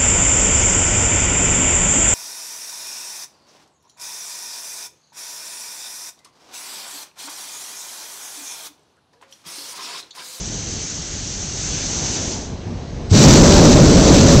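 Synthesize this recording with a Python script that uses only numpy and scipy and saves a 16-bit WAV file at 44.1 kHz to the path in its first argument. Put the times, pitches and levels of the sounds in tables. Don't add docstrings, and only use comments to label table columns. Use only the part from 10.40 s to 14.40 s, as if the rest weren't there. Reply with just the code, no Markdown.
import sys
import numpy as np
from scipy import signal
from scipy.fft import rfft, irfft, next_fast_len
from scipy.io import wavfile
from scipy.ndimage import uniform_filter1d, map_coordinates

SR = 44100
rng = np.random.default_rng(int(sys.argv[2]) if len(sys.argv) > 2 else 0)


def volts_from_db(level):
    exponent = np.asarray(level, float) / 20
    return 10 ** exponent


def file_out(sig):
    cols = np.atleast_2d(sig).T
    lim = np.clip(cols, -1, 1)
    pcm = np.round(lim * 32767).astype(np.int16)
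    wavfile.write(sys.argv[1], SR, pcm)


N = 176400
T = np.arange(N) / SR


def unit(x):
    return x / np.sqrt(np.mean(x ** 2) + 1e-20)


def wobble(rate):
    return unit(map_coordinates(rng.standard_normal(size=400), [T * rate]))


def filtered(x, response):
    m = next_fast_len(N + 8192)
    hz = np.fft.rfftfreq(m, 1 / SR)
    return irfft(rfft(x, m) * response(hz), m)[..., :N]


def rush(spectrum, patchy_db, lifts=()):
    noise = signal.stft(rng.standard_normal(N), nperseg=512)[2]
    patches = uniform_filter1d(rng.standard_normal(noise.shape), size=6, axis=0)
    patches = uniform_filter1d(patches, size=10, axis=1)
    patchy = signal.istft(noise * volts_from_db(patchy_db * unit(patches)), nperseg=512)[1][:N]
    f, db = np.transpose(spectrum)

    def colour(hz):
        colour_db = np.interp(np.log(hz + 1), np.log(f + 1), db, -120, -120)
        for centre, breadth, lift_db in lifts:
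            colour_db = colour_db + lift_db / (1 + (2 * (hz - centre) / breadth) ** 2)
        return volts_from_db(colour_db)

    return unit(filtered(patchy, colour))


def clip(x, top, hard):
    return x / (1 + np.abs(x / top) ** hard) ** (1 / hard)


def air():
    # (time [s], level [dB])
    wind = [
        (0, 0),
        (.4, -2),
        (.75, -0.5),
        (1.1, -2),
        (1.4, 1.5),
        (1.8, 2),
        (2.05, 1.5),
        (2.3, 1.5),
        (2.68, -.5),
        (4, -2),
    ]
    # (frequency [Hz], level [dB per Hz])
    rumble_colour = [(12, -48.5), (20, -11.5), (49, -1), (70, -4.5), (86, -3), (151, -5.5), (321, -13),
                     (852, -23.5), (1200, -32), (1560, -69.5), (2640, -120)]
    # (frequency [Hz], level [dB per Hz])
    hiss_colour = [(590, -41), (1000, -13.5), (1500, -11), (1610, -11), (1750, -12.5), (2100, -12.5),
                   (6080, -15.5), (8650, -32), (11200, -78.5), (19000, -120)]
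    # (frequency [Hz], width [Hz], lift [dB])
    hiss_lifts = [(6300, 1200, 4.5), (4200, 600, 2.5)]
    wind_db = np.interp(T, *np.transpose(wind)) + 1.6 * wobble(18)
    rumble = volts_from_db(-30.5 + wind_db) * rush(rumble_colour, patchy_db=-0.1)
    return rumble + volts_from_db(-44.5) * rush(hiss_colour, 1.3, hiss_lifts)


def neighbour():
    # (time [s], gas flow [dB], flame over jet [dB])
    burn = [
        (0, -31, -16),
        (.3, -29.5, -13),
        (.8, -30, -18),
        (1.15, -28.5, -15.5),
        (1.35, -25, -11.5),
        (1.76, -24, -7),
        (1.93, -28.5, -4),
        (2.06, -37, 2.5),
        (2.2, -61, 2),
    ]
    # (frequency [Hz], level [dB per Hz])
    jet_colour = [(710, -52.5), (1200, -19), (1480, -16.5), (2310, -16), (2790, -14), (4930, -11.5),
                  (6160, -1.5), (7520, -10.5), (8650, -28), (11200, -41), (19000, -120)]
    # (frequency [Hz], width [Hz], lift [dB])
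    jet_lifts = [(4450, 520, 2.5), (5030, 270, 1), (6270, 800, 1)]
    # (frequency [Hz], level [dB per Hz])
    flame_colour = [(40, -9), (160, 0), (300, 4), (500, -6.5), (850, -6), (1500, -22.5), (3200, -28)]
    s, gas_db, flame_over_db = np.transpose(burn)
    flow_db = np.interp(T, s, gas_db) - np.clip(T - s[-1], 0, 1) * 100
    jet_db = flow_db + 0.14 * wobble(8) + 0.49 * wobble(30.06)
    flame_db = flow_db + np.interp(T, s, flame_over_db) + 0.31 * wobble(12)
    jet = volts_from_db(jet_db) * rush(jet_colour, 0.91, jet_lifts)
    return jet + volts_from_db(flame_db) * rush(flame_colour, patchy_db=-0.5)


def creak():
    start_s, pitch_hz, fade_s = 2.309, 2450, 0.06
    t = np.clip(T - start_s, 0, None)
    scrape = rush([(pitch_hz * 0.75, -8), (pitch_hz * 0.9, -7), (pitch_hz, 0), (pitch_hz * 1.15, -10)],
                  patchy_db=1)
    return np.clip(t / 0.0053, 0, 1) * volts_from_db(-46 - 60 * t / fade_s) * scrape


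def whistle():
    # (time [s], pitch [Hz], level [dB])
    glide = [
        (2.44, 2060, -76),
        (2.5, 2090, -64),
        (2.6, 2130, -64),
        (2.67, 2140, -76),
    ]
    s, hz, db = np.transpose(glide)
    tone = np.sin(2 * np.pi * np.cumsum(np.interp(T, s, hz)) / SR)
    return volts_from_db(np.interp(T, s, db, -120, -120) + 1.6 * wobble(25)) * tone


def burner_jet():
    # (time [s], level [dB])
    pressure = [
        (2.76, -2),
        (2.86, 2),
        (3.05, -2.5),
        (3.18, -.5),
        (3.45, -4.5),
        (3.6, -4),
        (3.76, -2),
        (4, -4.5),
    ]
    # (frequency [Hz], level [dB per Hz])
    jet_colour = [(530, -15.5), (900, -8), (2250, -8.5), (3230, -8.5), (4500, -2), (5040, -5), (5980, -1.5),
                  (7580, -9.5), (8650, -20.5), (11200, -48.5), (19000, -120)]
    # (frequency [Hz], width [Hz], lift [dB])
    nozzle = [(6000, 730, 1), (7520, 490, 4), (4400, 600, -1.5)]
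    valve_s, opening_s, leak_db = 2.692, 0.058, -16
    t = np.clip(T - valve_s, 0, None)
    flow_db = leak_db * np.clip(1 - t / opening_s, 0, 1) + np.interp(T, *np.transpose(pressure))
    jet_db = -14 + flow_db + 0.45 * wobble(15) + 0.59 * wobble(35)
    return np.clip(t / 0.018, 0, 1) * volts_from_db(jet_db) * rush(jet_colour, 0.8, nozzle)


def burner_flame():
    # (time [s], level [dB])
    size = [
        (2.712, -21.5),
        (2.74, -11.5),
        (2.79, -10),
        (2.88, -2),
        (3.06, -5.5),
        (3.22, -3),
        (3.52, -7.5),
        (3.7, -6),
        (4, -6.5),
    ]
    # (frequency [Hz], level [dB per Hz])
    roar_colour = [(12, -32.5), (20, -5.5), (38, -4), (157, -2), (295, -3.5), (498, -13), (566, -7.5),
                   (715, -19), (1500, -29), (1950, -52), (3300, -120)]
    # (frequency [Hz], width [Hz], lift [dB])
    eddies = [(152.4, 34, 4.5), (282, 50, 1), (436, 51, 3.5), (570, 130, -0.5)]
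    light_s, rise_s = 2.7105, 0.013
    t = np.clip(T - light_s, 0, None)
    boom = volts_from_db(12.5 - 60 * t / 0.09) * np.sin(2 * np.pi * 94.2 * t)
    puff = volts_from_db(7.5 - 60 * t / 0.038) * np.sin(2 * np.pi * 232 * t)
    thump = (1 - np.exp(-(t / rise_s) ** 2)) * (boom + puff)
    size_db = np.interp(T, *np.transpose(size)) + 0.4 * wobble(15)
    return thump + np.clip(t / 0.0023, 0, 1) * volts_from_db(size_db) * rush(roar_colour, 0.7, eddies)


def mirrored(x):
    # (frequency [Hz], level [dB])
    image_fade = [(8000, -3.5), (8200, -5.5), (8400, -11.5), (8600, -18.5), (8800, -24), (9000, -57),
                  (9300, -110)]
    half_rate_hz = 8000
    m = next_fast_len(N + 8192)
    z, hz = rfft(x, m), np.fft.rfftfreq(m, 1 / SR)
    k = round(half_rate_hz * m / SR)
    fade = volts_from_db(np.interp(hz[k:2 * k], *np.transpose(image_fade), right=-200))
    image = np.conj(z[..., k:0:-1]) * fade
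    return irfft(np.concatenate([z[..., :k], image], axis=-1), m)[..., :N]


def scene():
    return (air() + neighbour() + creak() + whistle() + burner_jet() + burner_flame())[None]


def roll_off(x):
    return signal.sosfilt(signal.butter(12, 15830, fs=SR, output="sos"), x)


def record(dry):
    overloaded = clip(dry, top=0.7, hard=30)
    mix = clip(mirrored(overloaded), top=0.69, hard=36)
    return roll_off(mix)


dry = scene()
out = record(dry)
file_out(out)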